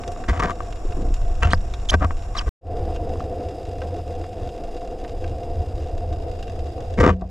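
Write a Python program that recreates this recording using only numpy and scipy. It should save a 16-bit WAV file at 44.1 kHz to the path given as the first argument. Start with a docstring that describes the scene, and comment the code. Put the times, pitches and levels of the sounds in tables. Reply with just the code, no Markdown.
"""Night reef, two microphone ports in a spearfisher's camera housing under water: it hums as water streams
past, over filtered-noise hiss, with near and far shrimp snaps (clicks with scatter) and bubbles (short tones).
From 0.3 s speargun, line and hand scrape (stick-slip ticks), thump and knock (ringing modes) on the housing;
wet rubber squeaks (gliding tones) from 1.4 s. At 2.5 s the sound cuts out, then fades back in further along
the reef, nearly mono, with more bubbles; the image widens from 5.25 s, and hard handling comes at 7 s."""
import sys
import numpy as np
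from scipy import signal
from scipy.fft import rfft, irfft
from scipy.io import wavfile
from scipy.ndimage import uniform_filter1d, map_coordinates

SR = 44100
rng = np.random.default_rng(int(sys.argv[2]) if len(sys.argv) > 2 else 0)


def dump_mix(stems):
    """Bounce the given channels to the path in sys.argv[1] as a 16-bit WAV at rate SR."""
    frames = np.atleast_2d(stems).T  # one column per channel
    limited = np.clip(frames, -1, 1)  # hard clip at full scale
    pcm = np.round(limited * 32767).astype(np.int16)
    wavfile.write(sys.argv[1], SR, pcm)


N = 321930
TIME = np.arange(N) / SR
TAPS = 4096  # length of the impulse responses, in samples
HZ = np.fft.rfftfreq(TAPS, 1 / SR)
FULL_HZ = np.fft.rfftfreq(N, 1 / SR)
# the sound cuts out, starts to fade back in, and is fully back
CUT_S, FADE_S, FULL_S = 2.492, 2.61, 2.77


def amp(db):
    """Decibels to gain."""
    return 10 ** (np.asarray(db) / 20)


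def unit(x):
    """Scales to an rms of one."""
    return x / np.sqrt(np.mean(x ** 2) + 1e-20)


def read(points, hz=HZ):
    """Reads a table along a log-frequency axis."""
    f, value = np.transpose(points)
    return np.interp(np.log(hz + 1), np.log(f + 1), value)


def resonances(modes):
    """Gain of a set of steep-sided resonances; each width is taken at half the peak gain."""
    power = 0
    for hz, width_hz, db in modes:
        peak = amp(db) / (1 + ((HZ - hz) / (width_hz * 0.5)) ** 2)
        power = power + peak ** 2
    return np.sqrt(power)


def tilt(slope_db):
    """Gain that leans by so many dB an octave above 600 Hz and is level below."""
    return amp(slope_db * np.log2(np.maximum(HZ, 600) / 1000))


def favour(spot_hz, lift_db=5.5, octaves=0.19):
    """Gain that lifts the range round one favoured frequency."""
    return amp(lift_db * np.exp(-(np.log2((HZ + 1) / spot_hz) / octaves) ** 2))


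def hardness(spot_hz, even_hz, slope_db=5.0):
    """The higher the range that a hit favours, the brighter it is, in dB an octave."""
    return slope_db * np.log2(spot_hz / even_hz)


def ring(gain):
    """Causal (minimum-phase) impulse response with the shape of this gain."""
    log_gain = np.log(np.maximum(gain / gain.max(), 1e-5))
    circle = np.concatenate([log_gain, log_gain[-2:0:-1]])
    return np.fft.ifft(np.exp(np.conj(signal.hilbert(circle)))).real


def add(mix, s, sound):
    """Mixes a sound in at time s."""
    part = mix[max(round(s * SR), 0):][:len(sound)]
    part += sound[:len(part)]


def wander(rate_hz, size=N):
    """Smooth random drift through rate_hz random knots a second."""
    knots = rng.standard_normal(N // 8)
    return map_coordinates(knots, [np.arange(size) * rate_hz / SR], order=2, mode="wrap")


# how far the water differs between the two ports: pitch_hz, side_over_middle_db
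WATER_WIDTH = [(200, -34), (700, -10), (1500, -5), (4400, -0.5), (8000, -18), (14000, 7)]


def noise(gain):
    """Coloured noise from the water, shared by both ports to a degree that varies with pitch."""
    mid, apart = rfft(rng.standard_normal((2, N)))
    side = apart * amp(read(WATER_WIDTH, FULL_HZ))
    both = np.array([mid + side, mid - side])
    return unit(irfft(both * np.interp(FULL_HZ, HZ, gain), N))


# narrow resonances of the housing's pane: pitch_hz, width_hz, level_db over the direct sound
PANE_MODES = [(1564, 61, 6), (2502, 110, 5), (2752, 146, 10.5), (3370, 220, 4), (3744, 220, 6)]


def through_pane(points):
    """Gain of a sound from the water once the pane of the housing has coloured it."""
    return amp(read(points)) * np.hypot(1, resonances(PANE_MODES))


# strength of the flow round the housing as the diver swims: time_s, strength_db
FLOW_STRENGTH = [(0, -35), (0.65, -34), (1.15, -22), (2.3, -30), (2.9, -28.5), (3.6, -41), (5.7, -31.5),
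                 (7.0, -35.5)]
# colour of the buffeting flow, then of the shaking mount: pitch_hz, density_db (per Hz)
BUFFET_COLOUR = [(8, -20.5), (22, -4.5), (90, -22.5), (600, -95.5)]
SHAKE_COLOUR = [(40, -29.5), (80, 6), (100, -5.5), (125, -16), (200, -30.5), (1500, -100)]
# hollow resonances of the housing: pitch_hz, width_hz, before_break_db, after_break_db
HUM_MODES = [(189, 830, -7.5, -11.5), (332, 121, -4, -4.5), (455, 90, -5, -1.5), (504.2, 49.5, 0, 2),
             (701.7, 86, 4, 2), (1130, 68, -14, -48)]
# colour of the hiss in the water before and after the break: pitch_hz, density_db (per Hz)
HISS_BEFORE = [(500, 8.5), (1100, 14), (2000, 3), (4400, -9), (5600, 7.5), (6300, -6.5), (7100, 7),
               (8300, -5.5), (10000, -9), (15500, -31)]
HISS_AFTER = [(1100, -4), (3000, 0), (4500, -5), (4900, 9), (5800, -7), (7200, -3.5), (10200, -11),
              (15500, -23)]


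def water(still_s=4.82, still_length_s=0.5, still_db=-34, surge_db=7, settle_s=0.77):
    """Flow buffets the camera, shakes its mount and sets the hollow housing humming, over a thin hiss."""
    before = TIME < CUT_S
    flow_db = np.interp(TIME, *np.transpose(FLOW_STRENGTH))
    buffet = amp(flow_db + 3.0) * noise(amp(read(BUFFET_COLOUR)))

    # the mount shakes more in stronger flow, and holds still for one short spell
    still = np.exp(-((TIME - still_s) / (still_length_s / 2)) ** 4)
    shake_db = np.where(before, -24.5, -16) + 0.44 * flow_db + still_db * still
    shake = amp(shake_db + 2.56 * wander(14)) * noise(amp(read(SHAKE_COLOUR)))

    # the hum starts strong on either side of the break and settles
    elapsed = np.where(before, TIME, np.maximum(TIME - FULL_S, 0))
    hum_db = np.where(before, -41, -34) + surge_db * np.exp(-elapsed / settle_s)
    hum_before = noise(resonances([(hz, width, db) for hz, width, db, _ in HUM_MODES]))
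    hum_after = noise(resonances([(hz, width, db) for hz, width, _, db in HUM_MODES]))
    hum = amp(hum_db + 1.66 * wander(25)) * np.where(before, hum_before, hum_after)

    # the hiss flutters, and eases towards the end
    hiss_before = amp(-49.5) * noise(through_pane(HISS_BEFORE))
    hiss_after = amp(-55) * noise(through_pane(HISS_AFTER))
    easing_db = -.9 * np.maximum(TIME - 4.3, 0)
    hiss = np.where(before, hiss_before, hiss_after) * amp(easing_db + 2 * wander(140))
    return buffet + shake + hum + hiss


# the nearest shrimp snaps: start_s, level_db (relative), favoured_hz
NEAR_SNAPS = [(0.036, -27, 2240), (0.078, -24, 5500), (0.119, -29.5, 8500), (0.238, -27, 1480),
              (0.923, -31, 2430), (1.1404, -29, 7450), (1.7384, -24, 3560), (2.961, -30.5, 3000),
              (3.818, -26.5, 1900), (4.241, -32, 2000), (4.4912, -33, 3350), (5.048, -30, 1900),
              (5.2418, -27.5, 2370), (6.427, -30.5, 4640), (6.479, -33.5, 3200), (7.212, -30, 4000)]
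# colour of a snap: pitch_hz, density_db (per Hz)
SNAP_COLOUR = [(300, -31), (1100, 9), (7200, 0), (9000, -12.5), (15500, -26.5)]


def shrimp(per_s=70, crowd_db=-46, spread_db=3.5, near_db=-0.5, tail_db=-14, tail_s=0.0061):
    """Cavitation snaps with a short scatter off the reef: a few near ones in a far crackle."""
    t = np.arange(TAPS // 4) / SR
    tails = np.exp(-t / tail_s) * rng.standard_normal((len(NEAR_SNAPS), len(t)))
    scatter = amp(tail_db) * tails + (t == 0)
    close = np.zeros(N)
    for (s, db, spot_hz), echo in zip(NEAR_SNAPS, scatter):
        lean = tilt(hardness(spot_hz, even_hz=4380))
        snap = signal.fftconvolve(echo, ring(through_pane(SNAP_COLOUR) * lean * favour(spot_hz)))
        add(close, s, amp(db + near_db) * snap / abs(snap).max())

    # far snaps come at random times, sizes and sides, each by one of six scatter paths
    happens = rng.random(N) < per_s / SR
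    sizes = amp(spread_db * np.minimum(rng.exponential(1, N), 3)) * happens
    side = rng.uniform(.25, .75, N)
    panned = np.sqrt([side, 1 - side]) * sizes
    path = rng.integers(0, 6, N)
    crowd = np.zeros((2, N))
    for k, echo in enumerate(scatter[:6]):
        crowd += signal.oaconvolve(panned * (path == k), echo[None])[:, :N]
    snap = ring(through_pane(SNAP_COLOUR))
    return close + amp(crowd_db) * signal.oaconvolve(crowd, snap[None] / abs(snap).max())[:, :N]


# the nearest bubbles: start_s, level_db, pitch_hz (at the start)
NEAR_BUBBLES = [(0.163, -27, 1180), (0.851, -22, 327), (2.908, -32, 1000), (3.157, -26.5, 1030),
                (4.819, -31, 1070)]


def bubbles(per_s=22, crowd_db=-41, spread_db=4, decay_cycles=1.44, rise_per_s=8):
    """Small bubbles ring for a few cycles and rise in pitch; more stream past after the break."""
    out, t = np.zeros(N), np.arange(TAPS) / SR
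    when, size, pitch, keep = rng.random((400, 4)).T
    start_s = when * N / SR
    level_db = crowd_db + spread_db * (2 * size - 1)
    crowd = np.column_stack([start_s, level_db, 550 + 750 * pitch ** 2])
    heard = (start_s > CUT_S) & (keep < per_s * N / SR / len(keep))
    for s, db, hz in [*NEAR_BUBBLES, *crowd[heard]]:
        tone = np.sin(2 * np.pi * hz * t * (1 + rise_per_s / 2 * t))
        add(out, s, amp(db) * np.exp(-t * hz / decay_cycles) * tone)
    return out


# wall modes of the housing, rung by scrapes and knocks: pitch_hz, width_hz, level_db
WALL_MODES = [(453, 70, -2), (701, 145, 4), (948, 86, 2), (1150, 204, 4.5), (1300, 160, 1.5),
              (1554, 130, 5), (1900, 820, -2), (2510, 300, -4), (2910, 280, -5.5), (3500, 650, -10),
              (5400, 3700, -16.5), (7030, 890, -15.5)]


def wall_ring(bright_db, spot_hz, broad_db):
    """Each touch lands on another spot and favours other wall modes; a broad response fills the valleys."""
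    broad = amp(broad_db) / (1 + (HZ / 3200) ** 2)
    return ring(np.hypot(resonances(WALL_MODES), broad) * tilt(bright_db) * favour(spot_hz))


# dull response of the housing when pressed hard: pitch_hz, density_db (per Hz)
BODY_COLOUR = [(50, -15), (130, -2.5), (400, -6), (500, -3), (620, -30), (1200, -47.5), (4000, -93.5)]
# scrapes: start_s, length_s, wall_db, body_db, brightness_db (per octave), favoured_hz,
# swell_db (from start to end), rocking_db (of the mount)
SCRAPE_STROKES = [ (0.28, 0.042, -28.5, -27.5, -1, 1930, -5, -10.5),
                  (0.323, 0.06, -33.5, -37.5, -2, 715, 0, -22),
                  (0.394, 0.018, -23, -30.5, -1.5, 1130, -8, -20.5),
                  (0.418, 0.0555, -25.5, -26, -3.5, 700, -10, -21.5),
                  (0.468, 0.052, -29.5, -33.5, -4, 1150, 0, -40.5),
                  (0.962, 0.17, -41, -32, -26, 474, -4, -28),
                  (1.418, 0.044, -25.5, -31.5, -0.5, 2820, 6.5, -7),
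                  (1.456, 0.07, -33, -34.5, -1, 2800, 0, -10),
                  (1.914, 0.04, -20, -21.5, -3.5, 620, 9.5, -9),
                  (2.001, 0.058, -25.5, -27.5, -9, 1290, 2, -9.5),
                  (2.347, 0.08, -34, -42.5, -1, 1160, -1, -29), (2.46, 0.06, -39, -32.5, -1, 1120, 4, -7.5),
                  (6.972, 0.03, -30.5, -17, -2, 2150, 7, -9),
                  (6.997, 0.027, -14, -5.5, -0.5, 1780, -5, 0.5),
                  (7.023, 0.066, -7.5, -1.5, -4, 1270, 8, 2), (7.086, 0.025, -8, -13, -5, 1130, -1, -3),
                  (7.104, 0.04, -29, -17, -2, 2900, -15, -20),
                  (7.207, 0.048, -25.5, -25.5, -20, 687, -5, -11)]
# a stroke builds up, swells or fades while it lasts, and lets go
PRESS_S, LET_GO_S = 0.006, 0.01335


def scrapes(slips_per_s=800, spread_db=3.0, grit=0.64, clump_db=2):
    """Dense stick-slip ticks come in clumps and ring the wall; pressure also drives the dull body."""
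    out, body = np.zeros(N), ring(amp(read(BODY_COLOUR)))
    happens = rng.random(N) < slips_per_s / SR
    sizes = amp(spread_db * np.minimum(rng.exponential(1, N), 3))
    slips = rng.standard_normal(N) * sizes * happens
    friction = (unit(slips) + grit * rng.standard_normal(N)) * amp(clump_db * wander(220))
    for s, length, wall_db, body_db, bright_db, spot_hz, swell_db, _ in SCRAPE_STROKES:
        size = round(length * SR)
        stroke = friction[round(s * SR):][:round((length + LET_GO_S / 2) * SR)]
        t = np.arange(len(stroke)) / SR
        press = np.clip(t / PRESS_S, 0, 1)
        let_go = np.clip(.5 + (length - t) / LET_GO_S, 0, 1) ** 2
        stroke = stroke * press * amp(swell_db * t / length) * let_go
        wall = wall_ring(bright_db, spot_hz, broad_db=-15.0)
        for db, response in (wall_db, wall), (body_db, body):
            sound = signal.fftconvolve(stroke, response)
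            add(out, s, amp(db) * sound * np.sqrt(size / np.sum(sound ** 2)))
    return out


# the mount rings low while it is pressed, higher once it is free: pitch_hz, level_db (relative), t60_s
PRESSED_MODES = [(56.4, 0, 0.22), (270.6, -22, 0.26)]
FREE_MODES = [(82, 0, 0.22), (186, -18, 0.5)]
# knocks of gear on the housing: start_s, level_db, favoured_hz, body_push_db (over the wall)
GEAR_KNOCKS = [(0.295, -16.5, 3450, -7), (0.3974, -17.5, 3500, 0), (0.4277, -13.5, 1900, -8),
               (0.436, -13.5, 3550, -3), (0.507, -18.5, 3600, -8.5), (0.6052, -15, 1220, -24),
               (2.047, -14, 2700, -3), (2.108, -14, 1120, -13.5), (1.534, 2.5, 1800, -10),
               (1.9401, -9.5, 1500, -13), (1.946, -14.5, 2700, -6.5), (2.029, -14, 1290, -19.5),
               (3.205, -19.5, 1246, -6), (7.006, -9, 2390, -5), (7.048, 4.5, 1294, -4), (7.07, 0, 476, -1),
               (7.095, -7, 2810, 11)]


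def blows(rise_s=0.0062, chatter_db=-23, chatter_s=0.003, brightens=1.0):
    """Scrapes thump the mount on taking hold and letting go; knocks chatter, ring the wall, push the body."""
    out, t = np.zeros(N), np.arange(SR // 2) / SR
    for s, length, *_, swell_db, rock_db in SCRAPE_STROKES:
        # a stroke that swells lets go harder than it took hold
        hold = s + PRESS_S, rock_db - swell_db / 2, PRESSED_MODES
        release = s + length - LET_GO_S, rock_db + swell_db / 2, FREE_MODES
        for at, force_db, modes in (hold, release):
            thump = np.zeros(len(t))
            for k, (hz, db, t60) in enumerate(modes):
                mode_db = db + k * brightens * force_db  # only hard thumps bring out the upper mode
                thump += amp(mode_db - 60 * t / t60) * np.sin(2 * np.pi * hz * t)
            add(out, at, amp(force_db) * (1 - np.exp(-t / rise_s)) * thump)

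    body = ring(amp(read(BODY_COLOUR)))
    for s, db, spot_hz, push_db in GEAR_KNOCKS:
        chatter = np.exp(-t / chatter_s) * rng.standard_normal(len(t))
        contact = (t == 0) + amp(chatter_db) * chatter
        response = wall_ring(hardness(spot_hz, even_hz=3000), spot_hz, broad_db=-6.5)
        wall = signal.fftconvolve(contact, response)[:TAPS]
        add(out, s, amp(db) * (wall / abs(wall).max() + amp(push_db) * body / abs(body).max()))
    return out


# rubber slipping: start_s, length_s, first_hz, middle_hz, last_hz, level_db, overtone_db
RUBBER_SLIPS = [(1.424, 0.038, 1320, 1355, 1380, -26, -2), (1.441, 0.06, 680, 712, 700, -28, -18),
                (1.505, 0.021, 5200, 2950, 5200, -28, -10), (1.523, 0.011, 4700, 4100, 2700, -29, -10),
                (1.541, .011, 4750, 5000, 4700, -34, -20), (2.374, 0.024, 6300, 5200, 4300, -31, -25),
                (1.8865, 0.0245, 4500, 3100, 7600, -18, -9), (2.364, 0.038, 4700, 3500, 2400, -28, -15)]


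def squeaks(rough=0.042, grit_db=-11, grit_hz=5000):
    """Wet rubber slips in a quick, unsteady glide with weak overtones."""
    out = np.zeros(N)
    for s, length, first_hz, middle_hz, last_hz, db, overtone_db in RUBBER_SLIPS:
        u = np.linspace(0, 1, round(length * SR))
        curve = np.polyfit([0, .5, 1], np.log([first_hz, middle_hz, last_hz]), 2)
        glide = np.exp(np.polyval(curve, u))
        turn = 2 * np.pi * np.cumsum(glide * (1 + rough * wander(900, size=len(u)))) / SR
        tone = np.sin(turn)
        tone += amp(overtone_db) * np.sin(2 * turn) + amp(overtone_db - 20) * np.sin(3 * turn)
        # friction hisses round the tone
        tone += amp(grit_db) * wander(grit_hz, size=len(u)) * np.sin(turn)
        # slow slips are the large ones
        level = amp(db + 2.9 * wander(436, size=len(u))) * middle_hz / glide
        add(out, s, level * signal.windows.tukey(len(u), .3) * tone)
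    return out


# how a touch differs from the first port to the second: pitch_hz, difference_db
PORT_BALANCE = [(250, 0.5), (700, 4.5), (1200, 6.5), (2000, -2), (12000, 0)]
# the same in phase: pitch_hz, difference_rad
PORT_PHASE = [(400, -0.061), (2600, -1.1), (4800, -0.74)]


def ports(x):
    """The housing carries a touch to each port with its own gain and phase."""
    lean = amp(read(PORT_BALANCE, FULL_HZ) / 2) * np.exp(.5j * read(PORT_PHASE, FULL_HZ))
    return irfft(rfft(x) * np.array([lean, 1 / lean]), N)


def reflections(x, echo_db, decay_s):
    """Sound bounces inside the housing for a few ms, by other paths to each port; bass bounces little."""
    t = np.arange(TAPS // 4) / SR
    taps = rng.standard_normal((2, len(t))) * np.exp(-t / decay_s)
    taps = taps / np.linalg.norm(taps, axis=1)[:, None]
    taps = signal.sosfilt(signal.butter(2, 700, "high", fs=SR, output="sos"), taps)
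    return x + amp(echo_db) * signal.oaconvolve(x, taps, axes=1)[:, :N]


def scene(damping_hz=10500):
    """Sounds of the water and of touches on the housing, whose plastic soaks up the top treble."""
    damping = signal.butter(2, damping_hz, fs=SR, output="sos")
    touches = ports(signal.sosfilt(damping, scrapes() + blows() + squeaks()))
    touches = reflections(touches, echo_db=-11, decay_s=.002)
    return water() + shrimp() + bubbles() + touches


def narrowed(x, narrow_db=-42, opens_s=5.25, opening_s=0.97):
    """The stereo image closes at the break and opens again later."""
    closed = (TIME > CUT_S) * np.clip(1 - (TIME - opens_s) / opening_s, 0, 1)
    mid = x.mean(0)
    return mid + amp(narrow_db * closed) * (x - mid)


def record(dry, limit_db=-11, recovery_db_per_s=18, edge_hz=15600):
    """Gain ducks at loud touches and recovers; sound breaks off and fades back; treble is cut at the edge."""
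    power = uniform_filter1d((dry ** 2).mean(0), size=700)
    power_db = 10 * np.log10(abs(power) + 1e-12)
    # hold each peak level and let it fall steadily
    fall = TIME * recovery_db_per_s
    held_db = np.maximum.accumulate(power_db + fall) - fall
    duck_db = uniform_filter1d(np.maximum(held_db - limit_db, 0), size=200)
    fade = (TIME < CUT_S) + np.clip((TIME - FADE_S) / (FULL_S - FADE_S), 0, 1) ** 1.3
    out = np.clip(narrowed(dry) * amp(-duck_db) * fade, -.9, .9)
    band = signal.firwin(511, edge_hz, window=("kaiser", 9), fs=SR)
    return signal.oaconvolve(out, band[None], "same")


dry = scene()
out = record(dry)
dump_mix(out)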